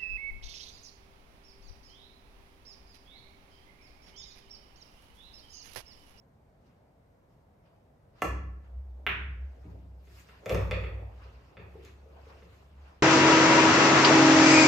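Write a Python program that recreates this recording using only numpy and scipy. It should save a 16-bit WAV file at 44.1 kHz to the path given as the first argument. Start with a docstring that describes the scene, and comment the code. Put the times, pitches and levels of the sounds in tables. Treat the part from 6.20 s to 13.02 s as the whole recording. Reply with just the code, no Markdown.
"""A billiard ball knocks its way over cushion and pocket and down the wooden trough inside the table: each
knock mixes hollow wooden modes, a clack, a bright tick and a frame thump. Before that a cue strikes the white
ball (crack and shaft modes), which clicks on another (a short pulse and high modes). Three deep table modes
hum in beats, shaped noise makes the rolling, the rustling clothes and the room's floor, and a bare hard room
of echoes and dying random taps rings around a small two-port microphone."""
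import sys
import numpy as np
from scipy import signal
from scipy.fft import rfft, irfft, next_fast_len
from scipy.io import wavfile
from scipy.ndimage import uniform_filter1d

SR = 44100
rng = np.random.default_rng(int(sys.argv[2]) if len(sys.argv) > 2 else 0)


def wav_record(signal):
    """Record a signal, one row per channel, as 16-bit PCM in the file named by sys.argv[1]."""
    frames = np.transpose(np.atleast_2d(signal))
    bounded = np.clip(frames, -1, 1)
    # unit amplitude maps onto the largest positive 16-bit level
    quanta = np.round(bounded * 32767).astype(np.int16)
    wavfile.write(sys.argv[1], SR, quanta)


N = 300894  # length [samples]

# steady floor of the room, shape only: (frequency [Hz], relative density [dB])
AIR_SHAPE = [(18, -34.5), (30, -1), (64, 0.5), (143, -2), (328, -12), (662, -9), (1240, -22.5), (2310, -30),
             (2560, -35), (7430, -45), (8470, -37.5), (9390, -41.5), (11600, -43.5), (13900, -49.5),
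             (15000, -44.5)]
# swishes of cloth and hands, rise and fall spanning 20 dB each:
# (loudest time [s], level before shaping [dB], tilt [dB/octave], rise [s], fall [s])
SWISHES = [(.464, -85.5, -8.5, 0.08, 0.23), (1.124, -90, -5, 0.073, 0.18), (1.462, -87, -10.5, 0.057, 0.27),
           (1.992, -78, -10, 0.07, 0.26), (2.448, -86, -12, 0.051, 0.25), (3.504, -83, -8, 0.88, 0.38),
           (4.0, -67.5, -4, 0.2, 0.11), (4.092, -72.5, -8.5, 0.081, 0.47), (5.042, -75, -10.5, 0.28, 0.71),
           (5.66, -71.5, -8, 0.15, 0.22), (6.11, -74.5, -10.5, 0.39, 0.38), (6.36, -77, -7, .5, 0.34),
           (6.682, -76, -11, 0.23, 0.28)]
# balls rolling on cloth and wood: (time [s], level before shaping [dB])
ROLL_LEVEL = [(2.018, -48), (2.05, -27.5), (2.19, -62.5), (2.32, -67), (2.86, -59.5), (3.22, -68),
              (3.5, -55), (4.12, -87), (4.311, -27), (4.48, -41), (4.79, -50.5), (5.19, -64.5),
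              (5.54, -48.5), (5.68, -75), (5.91, -54.5), (6.82, -68)]
# level of the table's hum: (time [s], level [dB])
HUM_LEVEL = [(2.02, -59), (2.1, -33.5), (2.3, -38.5), (2.48, -50), (2.58, -37), (2.8, -46), (3.05, -37.5),
             (3.25, -37), (3.36, -49.5), (3.75, -48), (4.26, -65.5), (4.33, -33), (4.5, -33.5),
             (4.8, -38.5), (4.95, -47.5), (5.15, -49.5), (5.3, -66.5), (5.5, -51.5), (6.1, -54), (6.4, -61),
             (6.62, -48.5), (6.82, -64.5)]
# three close deep modes of the table that beat together: (frequency [Hz], sign at the blow [+1 or -1])
HUM_MODES = [(59.8, 1), (64.6, -1), (69.5, -1)]
# each heavy blow restarts them in its own mix, relative to one another:
# (time [s], low mode [dB], middle mode [dB], high mode [dB])
HUM_STARTS = [(2.0196, -11, -5, -16.5), (2.8648, -14, -6, -9.5), (3.451, -5, 6, -14.5), (4.294, 0, -18, -6),
              (5.373, -11, -18.5, 1.5)]
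# modes of the table's frame: (frequency [Hz], relative level [dB], t60 [s])
FRAME_MODES = [(98, 0, .7), (122, -11, .25), (142, -8, .25), (174, -5, .2), (200, -11, .2)]
# the cue stroke: (time [s], level of the shaft's ring [dB])
STROKE = (2.0195, -16)
# modes of the wooden cue shaft: (frequency [Hz], relative level [dB], t60 [s])
SHAFT_MODES = [(305, -1, 0.018), (422, -7.5, 0.022), (560, 2, 0.016), (755, -2.5, 0.022), (995, 0.5, 0.011),
               (1133, -0.5, 0.03), (1328, -8, 0.049), (1590, -9, 0.0081), (1742, -9, .06),
               (2018, -1.5, 0.016), (2430, 5.5, 0.0079), (2780, -5, 0.018), (3305, -4.5, 0.0091),
               (4410, -9.5, .005)]
# ball on ball: (time [s], pulse level before its low-pass [dB])
CLICK = (2.8655, -13)
# bands of the short pulse from the squeezed contact: (frequency [Hz], width [Hz], relative level [dB])
CONTACT_BANDS = [(1352, 1360, 4.5), (2040, 1180, 8), (2714, 830, 0.5), (3460, 710, -10.5)]
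# the balls' own high modes: (frequency [Hz], relative level [dB], t60 [s])
BALL_MODES = [(5530, -2.5, 0.0021), (8850, -12.5, 0.0063), (10700, -8, 0.003), (13840, 2, 0.0025),
              (15600, 1.5, 0.0022)]
# knocks on cushion, pocket and trough: (time [s], hollow ring [dB], its centre [Hz],
# clack [dB], its centre [Hz], tick [dB], thump [dB])
KNOCKS = [(3.451, -46, 310, -80, 1500, -88, -42.5), (3.872, -56, 360, -58.5, 2200, -80, -57.5),
          (4.088, -56, 484, -48.5, 1770, -82, -81), (4.259, -27.5, 594, -34.5, 2000, -33, -37.5),
          (4.295, -29, 520, -27.5, 2430, -27, -36), (4.309, -19.5, 540, -34.5, 1300, -45, -29.5),
          (4.327, -30, 450, -50, 2700, -42, -27.5), (4.347, -33, 544, -29, 1190, -28, -49),
          (4.402, -55, 457, -39.5, 1300, -59, -40), (4.511, -28.5, 540, -25, 2640, -33, -57),
          (4.523, -24.5, 542, -42, 2700, -44, -45), (4.585, -44, 536, -45.5, 1290, -63, -47),
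          (4.638, -36, 470, -35, 1940, -72, -46), (4.781, -49, 540, -54, 2000, -85, -72),
          (5.055, -49.5, 487, -70, 2000, -78, -68), (5.369, -48, 560, -41.5, 2080, -99, -44),
          (5.394, -46, 443, -51, 2700, -79, -56), (5.551, -41, 440, -78, 1500, -73, -67),
          (5.637, -52, 358, -63, 2000, -55, -56.5), (5.650, -71, 430, -52.5, 4500, -42.5, -71),
          (5.856, -48.5, 507, -70, 2000, -70, -69), (6.065, -46, 494, -61, 1290, -76, -58),
          (6.222, -48.5, 482, -54, 1750, -79, -52.5)]
# slow modes of the hollow wood, before detuning: (frequency [Hz], relative level [dB], t60 [s])
HOLLOW_MODES = [(282, 10, 0.05), (379.5, 8.5, 0.058), (457, -7.5, 0.15), (536.7, 2, 0.069),
                (637, -6.5, 0.042), (678, -1.5, 0.028)]
# short modes of the clack, before detuning: (frequency [Hz], relative level [dB], t60 [s])
CLACK_MODES = [(916, -4, 0.012), (1231, 0.5, 0.014), (1848, 2.5, 0.0088), (2180, -4, 0.012),
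               (2576, 3, 0.01), (3540, 0.5, 0.0069), (4410, -7, 0.0076)]
# left-right likeness of the room and the steady noises: (frequency [Hz], likeness [0-1])
LIKENESS = [(60, 0.99), (250, 0.9), (640, 0.24), (1400, 0.11), (6000, 0.019)]
# decay of the room: (frequency [Hz], t60 [s])
ROOM_DECAY = [(100, 1.37), (300, 0.81), (700, 0.5), (1500, 0.67), (3000, 0.51), (5500, 0.52), (8000, 0.36),
              (13000, 0.23)]
# single echoes off table, floor and walls: (delay [s], level [dB])
ECHOES = [(.0044, -1), (.0068, -7), (.0082, -5), (.0097, -6), (.0165, -13), (.026, -9), (.029, -10),
          (.034, -11)]
# left-right likeness and phase of the treble: (frequency [Hz], likeness [0-1], lead [radians])
PORTS = [(4500, 0, 4.5), (7500, .6, 7.9), (8600, .8, 8.9), (9100, .99, 9.42), (10100, .99, 9.43),
         (10500, .75, 10), (11900, .55, 11.4), (12500, .98, 12.56), (14000, .98, 12.57), (14700, .5, 13.8),
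         (15500, .6, 15)]
# colour of the microphone: (frequency [Hz], gain [dB])
MICROPHONE = [(22, -16), (45, 0), (14000, 0), (14700, -4), (15500, -5)]

AIR_DB = -61.5
STIR_DB, STIR_TILT_DB = -99, -3.5  # faint stirring under the swishes, before shaping; tilt per octave
LEAD_S = 8 / SR  # the steady noises reach the left port first
PATTER_SPAN_S, PATTER_COUNT = (5.4, 6.0), 7
PATTER_DB, PATTER_HZ = -62, 450  # middle values of the random spread
SLATE_HZ = 151  # blows on the slate favour the frame modes near here
CRACK_S = .0009  # time constant of a crack's fade
CLACK_SPREAD, CLACK_FOCUS_DB = .04, -6  # mode shift as a share of pitch; dB an octave off the centre
RING_PAN_DB, CLACK_PAN_DB = 1, -1  # left minus right
NEARNESS_DB = 7  # how much less room a near sound gets
EDGE_HZ = 15780  # upper band limit


def gain_of(db):
    """Turns decibels into amplitude gain."""
    return 10 ** (np.asarray(db) / 20)


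def evened(x):
    """Scales a signal to rms 1."""
    return x / np.sqrt(np.mean(x ** 2) + 1e-20)


def read(points, hz, column=1):
    """Reads a spectrum table on a log-frequency axis."""
    rows = np.transpose(points)
    return np.interp(np.log(hz + 1), np.log(rows[0] + 1), rows[column])


def octaves_off(modes, centre_hz):
    """Distance of each mode from a centre pitch, in octaves."""
    mode_hz = np.transpose(modes)[0][:, None]
    return abs(np.log2(mode_hz / centre_hz))


def add(mix, s, sound, pan_db=0):
    """Places a sound in both channels, panned by left minus right dB."""
    part = mix[:, round(s * SR):][:, :len(sound)]
    part += gain_of([[pan_db / 2], [-pan_db / 2]]) * sound[:part.shape[1]]


def ring(modes, rise_s, detune=1, lift_db=0):
    """Struck body: dying modes of alternate sign that build up over rise_s, scaled to peak 1."""
    hz, db, t60 = np.transpose(modes)[:, :, None]
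    t = np.arange(int(t60.max() * SR) + 400) / SR
    sign = (-1) ** np.arange(len(hz))[:, None]
    fade = gain_of(db + lift_db - 60 * t / t60)
    tones = sign * fade * np.sin(2 * np.pi * hz * detune * t)
    out = tones.sum(0) * (1 - np.exp(-t / rise_s)) ** 2
    return out / abs(out).max()


def tick(top_hz):
    """A brief bright crack where hard surfaces meet: fading band-passed noise of energy 3."""
    grit = rng.standard_normal(200)
    crack = grit * np.exp(-np.arange(len(grit)) / SR / CRACK_S)
    crack = signal.lfilter(*signal.butter(1, [4000, top_hz], "band", fs=SR), crack)
    return crack / np.linalg.norm(crack) * np.sqrt(3)


def noise(shape_db, patchy_db, size):
    """Two-channel noise from random short-time spectra; shape_db(hz, t) gives the level field."""
    frames, hz = 4 * N // size + 5, np.fft.rfftfreq(size, 1 / SR)[:, None]
    a, b, c, d, patches = rng.standard_normal((frames, len(hz), 5)).T
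    patches = uniform_filter1d(patches, size=12, axis=0)  # blur over frequency, then over time
    patches = evened(uniform_filter1d(patches, size=10, axis=1))
    same = np.clip(read(LIKENESS, hz), 0, 1)
    left = a + 1j * b
    delayed = left * np.exp(-2j * np.pi * hz * LEAD_S)
    right = same * delayed + np.sqrt(1 - same ** 2) * (c + 1j * d)
    t = np.arange(frames) * size / 4 / SR
    spectra = np.array([left, right]) * gain_of(shape_db(hz, t) + patchy_db * patches)
    return signal.istft(spectra, nperseg=size, noverlap=3 * size // 4)[1][:, :N]


def air():
    """The steady floor of the room, as shaped noise at a set rms."""
    steady = noise(lambda hz, t: read(AIR_SHAPE, hz) + 0 * t, patchy_db=.8, size=2048)
    return gain_of(AIR_DB) * evened(steady)


def rustle():
    """Patchy friction noise with two broad scuffing bands, rising and falling with each swish."""
    s, db, tilt_db, rise_s, fall_s = np.transpose(SWISHES)[:, :, None, None]

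    def field(hz, t):
        low_cut_db = -18 * np.maximum(np.log2(1100 / (hz + 30)), 0)
        scuff_db = 4 * np.exp(-((hz - 2700) / 450) ** 2) + 3 * np.exp(-((hz - 4900) / 900) ** 2)
        octaves = np.log2((hz + 300) / 4500)
        swell_db = db - 20 * np.maximum((s - t) / rise_s, (t - s) / fall_s)
        # doubled decibels turn gain into power, so the swishes add as powers
        swishes = gain_of(2 * (swell_db + tilt_db * octaves)).sum(0)
        stirring = gain_of(2 * (STIR_DB + STIR_TILT_DB * octaves))
        level_db = 10 * np.log10(swishes + stirring)
        return level_db + low_cut_db + scuff_db - 11.5  # overall level of the rustle
    return noise(field, patchy_db=2.5, size=512)


def rolling():
    """Balls rumble over hollow wood: patchy noise around 480 Hz under the rolling level."""
    s, db = np.transpose(ROLL_LEVEL)

    def field(hz, t):
        body_db = -9 * np.log2((hz + 20) / 480) ** 2
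        skirt_db = -25 - 3 * np.log2(hz / 500 + 1)
        level_db = np.interp(t, s, db, left=-99)
        return level_db + np.maximum(body_db, skirt_db) - 16.0  # overall level of the rolling
    return noise(field, patchy_db=4.0, size=1024)


def hum():
    """Three deep table modes beat, mixed anew at each heavy blow, under one level curve."""
    t, starts = np.arange(N) / SR, np.array(HUM_STARTS)
    hz, sign = np.transpose(HUM_MODES)[:, :, None]
    last = np.maximum(np.searchsorted(starts[:, 0], t) - 1, 0)  # the latest blow at each moment
    mix = gain_of(starts[:, 1:])
    share = mix / np.linalg.norm(mix, axis=1, keepdims=True)
    since_blow = t - starts[last, 0]
    tones = (sign * share[last].T * np.sin(2 * np.pi * hz * since_blow)).sum(0)
    smooth = uniform_filter1d(tones, size=90)  # restarts without a click
    level_db = np.interp(t, *np.transpose(HUM_LEVEL), left=-99)
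    return np.sqrt(2) * gain_of(level_db) * smooth


def slate_thump():
    """The frame's ring after a blow on top of the table, strongest near the slate's pitch."""
    return ring(FRAME_MODES, 0.011, lift_db=-12 * octaves_off(FRAME_MODES, SLATE_HZ))


def cue(near, far):
    """The leather tip cracks, the wooden shaft rings, the table takes the push."""
    s, db = STROKE
    add(near, s, gain_of(db) * ring(SHAFT_MODES, 0.0012), -1)
    add(far, s, gain_of(-27.0) * tick(top_hz=16000))
    add(near, s, gain_of(-36.5) * slate_thump())


def balls(far):
    """Two hard balls squeeze and spring apart in one short pulse; the slate under them thuds."""
    s, db = CLICK
    contact_modes = [(hz, level, 2.1 / width) for hz, width, level in CONTACT_BANDS]  # wide bands die fast
    pulse = ring(contact_modes, 0.00028)
    soft = signal.sosfilt(signal.butter(6, 4300, fs=SR, output="sos"), pulse)
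    thud = ring([(420, -2.0, 0.03), (230, -6, 0.011)], 0.0038)
    add(far, s, gain_of(db) * soft, -1.5)
    add(far, s, gain_of(-36.0) * ring(BALL_MODES, .00005))
    add(far, s, gain_of(-47.0) * thud)
    add(far, s, gain_of(-47.0) * slate_thump())


def patter():
    """Knock rows for faint bumps as the ball runs down the trough: soft rings with hardly any clack."""
    chance = rng.uniform(-1.3, 1, (PATTER_COUNT, 3))
    s = np.linspace(*PATTER_SPAN_S, PATTER_COUNT) + .03 * chance[:, 0]
    db = PATTER_DB + 4 * chance[:, 1]
    hz = PATTER_HZ * 2 ** (.3 * chance[:, 2])
    return list(zip(s, db, hz, db - 20, np.full_like(s, 2000), db - 26, db - 8))


def knocks(near, far):
    """Each blow clacks at once, then the hollow wood swells near its spot's pitch and the frame thumps."""
    thump = ring(FRAME_MODES, 0.0027)
    for s, db, hz, clack_db, clack_hz, tick_db, thump_db in KNOCKS + patter():
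        # each blow lands on other wood, which shifts the modes
        detune = 1 + .006 * rng.uniform(-1, 1)
        shift = 1 + CLACK_SPREAD * rng.uniform(-1.18, 1, (len(CLACK_MODES), 1))
        spot_db = -40 * octaves_off(HOLLOW_MODES, hz)  # modes near the spot's pitch ring most
        focus_db = CLACK_FOCUS_DB * octaves_off(CLACK_MODES, clack_hz)
        hollow = ring(HOLLOW_MODES, 0.0024, detune, spot_db)
        clack = ring(CLACK_MODES, .0004, shift, focus_db)
        add(near, s, gain_of(db) * hollow, RING_PAN_DB)
        add(far, s, gain_of(clack_db) * clack, CLACK_PAN_DB)
        add(near, s, gain_of(tick_db) * tick(top_hz=9400), CLACK_PAN_DB)
        add(near, s, gain_of(thump_db) * thump)


def room(near, far, tail_db):
    """A few single echoes from table, floor and walls, then sparse random taps dying band by band."""
    size = 3 * SR // 2
    taps = np.zeros((2, size))
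    at = np.arange(80, size - 20, 20) + rng.integers(0, 20, (2, (size - 81) // 20))
    np.put_along_axis(taps, at, rng.choice([-1., 1.], at.shape), 1)
    hz, t, spectra = signal.stft(taps, SR, nperseg=512)
    same = np.clip(read(LIKENESS, hz), 0, 1)[:, None]
    # long waves reach both ports alike
    spectra[1] = same * spectra[0] + np.sqrt(1 - same ** 2) * spectra[1]
    fade = gain_of(-60 * t / read(ROOM_DECAY, hz)[:, None])
    tail = signal.istft(spectra * fade, SR, nperseg=512)[1][:, :size]
    tail *= 1 - np.exp(-np.arange(size) / SR / 0.012)  # the diffuse field builds up
    tail *= gain_of(tail_db) / np.linalg.norm(tail[0])
    early = np.zeros((2, SR // 20))
    for (s, db), skew in zip(ECHOES, rng.integers(-4, 5, len(ECHOES))):
        delay = round(s * SR)
        early[[0, 1], [delay, delay + skew]] = gain_of(db)
    tail[:, :SR // 20] += early
    send = far + gain_of(-NEARNESS_DB) * near
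    return near + far + signal.fftconvolve(send, tail, axes=1)[:, :N]


def scene():
    """Sends the blows through the room and lays them over the steady layers."""
    near, far = np.zeros((2, 2, N))
    background = air() + rustle() + rolling() + hum()
    cue(near, far)
    balls(far)
    knocks(near, far)
    return background + room(near, far, tail_db=5)


def record(dry):
    """A likeness table shares the treble between the channels; the microphone colours it; a band limit ends it."""
    size = next_fast_len(N)
    left, right = rfft(dry, size, axis=1)
    hz = np.fft.rfftfreq(size, 1 / SR)
    like = read(PORTS, hz)
    turned = left * np.exp(-1j * read(PORTS, hz, column=2))
    right = like * turned + np.sqrt(1 - like ** 2) * right
    coloured = np.array([left, right]) * gain_of(read(MICROPHONE, hz))
    ports = irfft(coloured, size, axis=1)[:, :N]
    band_limit = signal.firwin(511, EDGE_HZ, window=("kaiser", 9), fs=SR)
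    return signal.oaconvolve(ports, band_limit[None], "same")


dry = scene()
out = record(dry)
wav_record(out)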